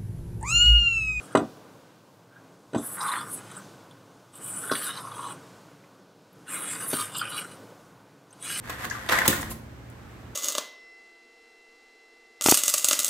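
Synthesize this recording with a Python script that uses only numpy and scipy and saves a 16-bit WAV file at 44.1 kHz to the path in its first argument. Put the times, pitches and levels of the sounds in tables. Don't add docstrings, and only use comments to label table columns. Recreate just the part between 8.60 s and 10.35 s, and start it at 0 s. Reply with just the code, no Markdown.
import sys
import numpy as np
from scipy import signal
from scipy.fft import rfft, irfft
from scipy.io import wavfile

SR = 44100
rng = np.random.default_rng(int(sys.argv[2]) if len(sys.argv) > 2 else 0)


def unload_wav(signal):
    wavfile.write(
        sys.argv[1],
        SR,
        np.round(np.clip(np.atleast_2d(signal).T, -1, 1) * 32767).astype(np.int16),
    )


N = 77175

# (f/Hz, left-right likeness)
AIR_EQ = [(25, -55), (43, -11.5), (62, 0.5), (110, -3), (160, -8.5), (260, -6.5), (440, -14.5), (1700, -20),
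          (2200, -24.5), (4900, -34.5), (8500, -37), (10000, -45.5), (12200, -38), (15500, -46)]
AIR_STEREO = [(100, 0.93), (300, 0.78), (1000, 0.16), (3000, 0.0483)]
# (f/Hz, level/dB)
MAINS_HUM = [(59, -58.5), (119, -50)]
AIR_DB, BED_PAN_DB = -46, -0.65

# (t/s, level/dB)
RATTLE_ENVELOPE = [(0, -94), (0.037, -49), (0.059, -43.5), (0.115, -37.5), (0.171, -45.5), (0.214, -35.5),
                   (0.254, -37), (0.289, -48), (0.319, -37), (0.39, -41.5), (0.483, -41), (0.512, -25.5),
                   (.55, -25), (.615, -30.5), (.645, -32), (0.742, -34), (.83, -45), (0.898, -44.5),
                   (0.951, -91)]
TICKS_PER_S, TICK_SCATTER_DB = 5600, 2.5
# (t/s, f/Hz)
WHIRR_GLIDE = [(0.099, 1618), (0.289, 1900), (0.41, 1430), (0.599, 2050)]
WHIRR_DB, WHIRR_WIDTH_HZ = -9.5, 380
# (f/Hz, level/dB)
CHASSIS_EQ = [(60, -18.5), (200, -8.5), (420, -7.5), (700, -6), (950, -5), (1500, -2), (2000, -3.5),
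              (2500, -9.5), (4200, -15.5), (6500, -19), (8600, -16.5), (10000, -24.5), (12000, -16.5),
              (15500, -31)]
CHASSIS_PEAKS = [(535, 1), (1030, 10), (1700, 4.5), (1900, 8.5), (2120, -1), (3440, 4)]
PEAK_WIDTH_HZ = 54
RIPPLE_DB, RIPPLE_SPACING_HZ, RIPPLE_FROM_HZ = 2, 109.65, 3500
# (f/Hz, left-right likeness)
CAR_STEREO = [(1000, 0.62), (2000, 0.23), (5000, 0.017)]

# (t/s, level/dB, length/s, snap relative to the knock/dB)
WHEEL_KNOCKS = [(0.096, -29.5, 0.0062, -6.5), (0.2445, -31, 0.0093, -5.5), (0.49, -22, 0.0079, -15.5),
                (0.519, -20, 0.013, -17), (0.586, -22, 0.0038, -5.5), (0.654, -23.5, 0.011, -9),
                (0.828, -30, 0.0038, -23)]
CONTACT_T60_S, CONTACT_SCATTER_DB = 0.026, 2.17
# (f/Hz, level/dB)
SNAP_EQ = [(150, -9.5), (600, 4), (1800, -1), (3000, 7.5), (5200, -1), (8100, 6), (9300, 0), (12500, 0.5),
           (15500, 6.5)]
# (t/s, level/dB, f/Hz)
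PART_CLACKS = [(0.2446, -26.5, 1099), (0.311, -16, 1706), (0.35, -24.5, 1420), (0.52, -12, 1550),
               (.528, -10, 1740), (0.541, -18, 1710), (.572, -12.5, 1960), (.5855, -7.5, 2055),
               (.616, -8, 1764), (0.6542, -20.5, 1020), (0.727, -12, 1775), (.794, -29.5, 1112),
               (.914, -33.5, 1048)]
CLACK_T60_AT_1KHZ_S, CLACK_ATTACK_S = 0.054, 0.0013
REBOUND_S, REBOUND_LOSS_DB, REBOUND_OCTAVES = .003, 4.5, .15
# (f/Hz, level/dB, T60/s)
TYRE_BUMPS = [(0.259, -12.5), (0.521, -11), (0.679, 5), (.699, 0), (.79, -11), (0.863, -17.5),
              (0.882, -12.5)]
THUD_MODES = [(96.8, -29, 0.23), (155.7, -30, 0.21), (224.4, -28, 0.22), (285.4, -25, 0.1),
              (335, -25, 0.072), (414, -39, .14), (526.1, -32.5, 0.13)]
BUMP_ATTACK_S, THUD_LOW_CUT_HZ = 0.0015, 95.4
# (t/s, level/dB, length/s, f/Hz, width/octaves)
CLICKS_AND_CRACK = [(0.299, -32.5, 0.0018, 5600, 0.34), (0.308, -36.5, 0.0032, 6390, 0.14),
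                    (0.4887, -25.5, 0.0066, 2900, 0.48), (0.678, -12.5, .0012, 10300, 0.96),
                    (0.694, -33, 0.016, 7800, .22), (0.811, -35.5, 0.01, 10100, 0.99),
                    (1.3, -53.5, 0.0024, 9000, 0.9)]
# (peak t/s, width/s, level/dB, f/Hz, width/octaves)
RUB_SWELLS = [(0.751, 0.14, -42, 66.4, 0.67), (1.581, 0.16, -58, 1180, 0.72)]
# (t/s, level/dB)
FLOOR_SLAPS = [(0.679, -7.5), (0.6794, -12), (0.6835, -10.5)]
SLAP_T60_S, SHIVER_DB, SHIVER_T60_S = 0.012, -18.5, 0.4
# (f/Hz, level/dB)
BRUSH_EQ = [(150, 12.5), (600, 8.5), (1050, -3), (2200, 1), (4500, -0.5), (7000, 1), (12500, 8), (14500, 0)]
BRUSH_PEAK_S, BRUSH_WIDTH_S, BRUSH_DB = .915, 0.0096, -34.5

# (f/Hz, left-right likeness)
ROOM_DECAY = [(150, 1), (1000, 0.36), (5000, 0.39), (15000, 0.25)]
ROOM_STEREO = [(150, 0.95), (500, 0.8), (1200, 0), (3000, 0)]
PLASTIC_SEND_DB, THUD_SEND_DB, PREDELAY_S = -6, -11.5, 0.0035
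TOP_HZ = 15850


def amp(db):
    return 10 ** (np.asarray(db) / 20)


def unit(x):
    return x / np.sqrt(np.mean(x ** 2) + 1e-20)


def clock():
    return np.arange(N) / SR


def freqs():
    return np.fft.rfftfreq(2 * N, 1 / SR)


def curve(points, hz):
    f, values = np.transpose(points)
    return np.interp(np.log(hz + 1), np.log(f + 1), values)


def bell(hz, width_hz):
    return 1 / (1 + (2 * (freqs() - hz) / width_hz) ** 2)


def band(hz, octaves):
    return -20 * np.log10(1 + (np.log2((freqs() + 1) / hz) / octaves) ** 2)


def swell(peak_s, width_s):
    return np.exp(-.5 * ((clock() - peak_s) / width_s) ** 2)


def filtered(x, response):
    return irfft(rfft(x, 2 * N) * response, 2 * N)[..., :N]


def colour(x, eq_db):
    cepstrum = irfft(np.log(unit(amp(eq_db))))
    cepstrum[1:N] *= 2
    cepstrum[N + 1:] = 0
    return filtered(x, np.exp(rfft(cepstrum)))


def spread(pair, likeness):
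    angle = np.arccos(np.clip(curve(likeness, freqs()), -1, 1)) / 2
    mid, side = filtered(pair, np.array([np.cos(angle), np.sin(angle)]))
    return np.array([mid + side, mid - side])


def contacts(start, length, t60=CONTACT_T60_S):
    t = clock() - start
    envelope = (t >= 0) * amp(-60 * np.maximum(t - length, 0) / t60)
    grit = np.repeat(amp(CONTACT_SCATTER_DB * rng.standard_normal(N)), 16)[:N]
    burst = envelope * grit * rng.standard_normal((2, N))
    return unit(burst) * np.sqrt(np.mean(envelope ** 2))


def ring(start, hz, t60, attack):
    t = clock() - start
    alive = (t > 0) & (t < 2 * t60)
    t, out = t[alive], np.zeros(N)
    envelope = amp(-60 * t / t60) * (1 - np.exp(-t / attack))
    out[alive] = envelope * np.sin(2 * np.pi * (hz * t + rng.random()))
    return out


def room_tone():
    noise = filtered(rng.standard_normal((2, 2 * N)), amp(curve(AIR_EQ, freqs())))
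    air = unit(spread(noise, AIR_STEREO))
    hum = sum(amp(db) * np.sqrt(2) * np.sin(2 * np.pi * (hz * clock() + rng.random()))
              for hz, db in MAINS_HUM)
    return amp(AIR_DB) * air + hum


def chassis(x):
    peaks_db = sum(db * bell(hz, PEAK_WIDTH_HZ) for hz, db in CHASSIS_PEAKS)
    return colour(x, curve(CHASSIS_EQ, freqs()) + peaks_db)


def treble_ripple(x):
    ripple = np.interp(freqs() / RIPPLE_SPACING_HZ, np.arange(N), rng.standard_normal(N))
    return colour(x, RIPPLE_DB * (freqs() > RIPPLE_FROM_HZ) * ripple)


def rattle():
    motion = amp(np.interp(clock(), *np.transpose(RATTLE_ENVELOPE)))
    ticks = (rng.random(N) < TICKS_PER_S / SR) * amp(TICK_SCATTER_DB * rng.standard_normal(N))
    joints = chassis(motion * unit(ticks * rng.standard_normal((2, N))))
    gear_hz = np.interp(clock(), *np.transpose(WHIRR_GLIDE))
    phase = 2 * np.pi * np.cumsum(gear_hz) / SR
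    roughness = filtered(rng.standard_normal((2, 2, N)), bell(0, 2 * WHIRR_WIDTH_HZ) ** 2)
    whirr = unit(roughness[0] * np.cos(phase) + roughness[1] * np.sin(phase))
    return joints + amp(WHIRR_DB) * motion * whirr


def knocks():
    body = sum(amp(db) * contacts(start, length) for start, db, length, _ in WHEEL_KNOCKS)
    snap = sum(amp(db + snap_db) * contacts(start, length) for start, db, length, snap_db in WHEEL_KNOCKS)
    return chassis(body) + colour(snap, curve(SNAP_EQ, freqs()))


def clacks():
    out = np.zeros((2, N))
    for first_s, db, hz in PART_CLACKS:
        for bounce, (late, detune) in enumerate(rng.uniform(-0.928, 1, size=(3, 2))):
            start, pitch = first_s, hz
            if bounce:
                start += REBOUND_S * (bounce + late / 2)
                pitch *= 2 ** ((-1) ** bounce * REBOUND_OCTAVES * (1 + detune))
            t60 = CLACK_T60_AT_1KHZ_S * (1000 / pitch) ** 1.5
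            pair = np.array([ring(start, pitch, t60, CLACK_ATTACK_S) for _ in range(2)])
            out += amp(db - bounce * REBOUND_LOSS_DB) * pair
    return out


def thuds():
    bumps = sum(amp(db + mode_db) * ring(start, hz, t60, BUMP_ATTACK_S)
                for start, db in TYRE_BUMPS for hz, mode_db, t60 in THUD_MODES)
    low_cut = signal.butter(2, THUD_LOW_CUT_HZ, "highpass", fs=SR, output="sos")
    return signal.sosfilt(low_cut, bumps)


def clicks_and_crack():
    return sum(colour(amp(db) * contacts(start, length), band(hz, octaves))
               for start, db, length, hz, octaves in CLICKS_AND_CRACK)


def rubs():
    return sum(amp(db) * swell(peak_s, width_s) * unit(colour(rng.standard_normal(N), band(hz, octaves)))
               for peak_s, width_s, db, hz, octaves in RUB_SWELLS)


def slap():
    hits = np.zeros((2, N))
    for start, db in FLOOR_SLAPS:
        crack = contacts(start, 0, SLAP_T60_S)
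        shiver = amp(SHIVER_DB) * contacts(start, 0, SHIVER_T60_S)
        hits += amp(db) * (crack + shiver)
    return colour(hits, curve(SNAP_EQ, freqs()))


def brush():
    stroke = amp(BRUSH_DB) * swell(BRUSH_PEAK_S, BRUSH_WIDTH_S)
    return colour(stroke * rng.standard_normal((2, N)), curve(BRUSH_EQ, freqs()))


def reverb(send):
    hz, t, spectrum = signal.stft(rng.standard_normal((2, N)), SR, nperseg=256)
    decay = amp(-60 * t / curve(ROOM_DECAY, hz)[:, None])
    tail = signal.istft(spectrum * decay, SR, nperseg=256)[1][:, :N]
    tail = spread(tail * (clock() > PREDELAY_S), ROOM_STEREO)
    return signal.fftconvolve(send, tail / np.linalg.norm(tail[0]), axes=1)[:, :N]


def scene():
    plastic = rattle() + knocks() + clacks() + clicks_and_crack() + slap() + brush()
    plastic = spread(treble_ripple(plastic), CAR_STEREO)
    tyres = thuds()
    echo = reverb(amp(PLASTIC_SEND_DB) * plastic + amp(THUD_SEND_DB) * tyres)
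    bed = (room_tone() + rubs()) * amp([[BED_PAN_DB], [-BED_PAN_DB]])
    return plastic + tyres + echo + bed


def record(dry):
    return filtered(np.clip(dry, -1, 1), freqs() < TOP_HZ)


dry = scene()
out = record(dry)
unload_wav(out)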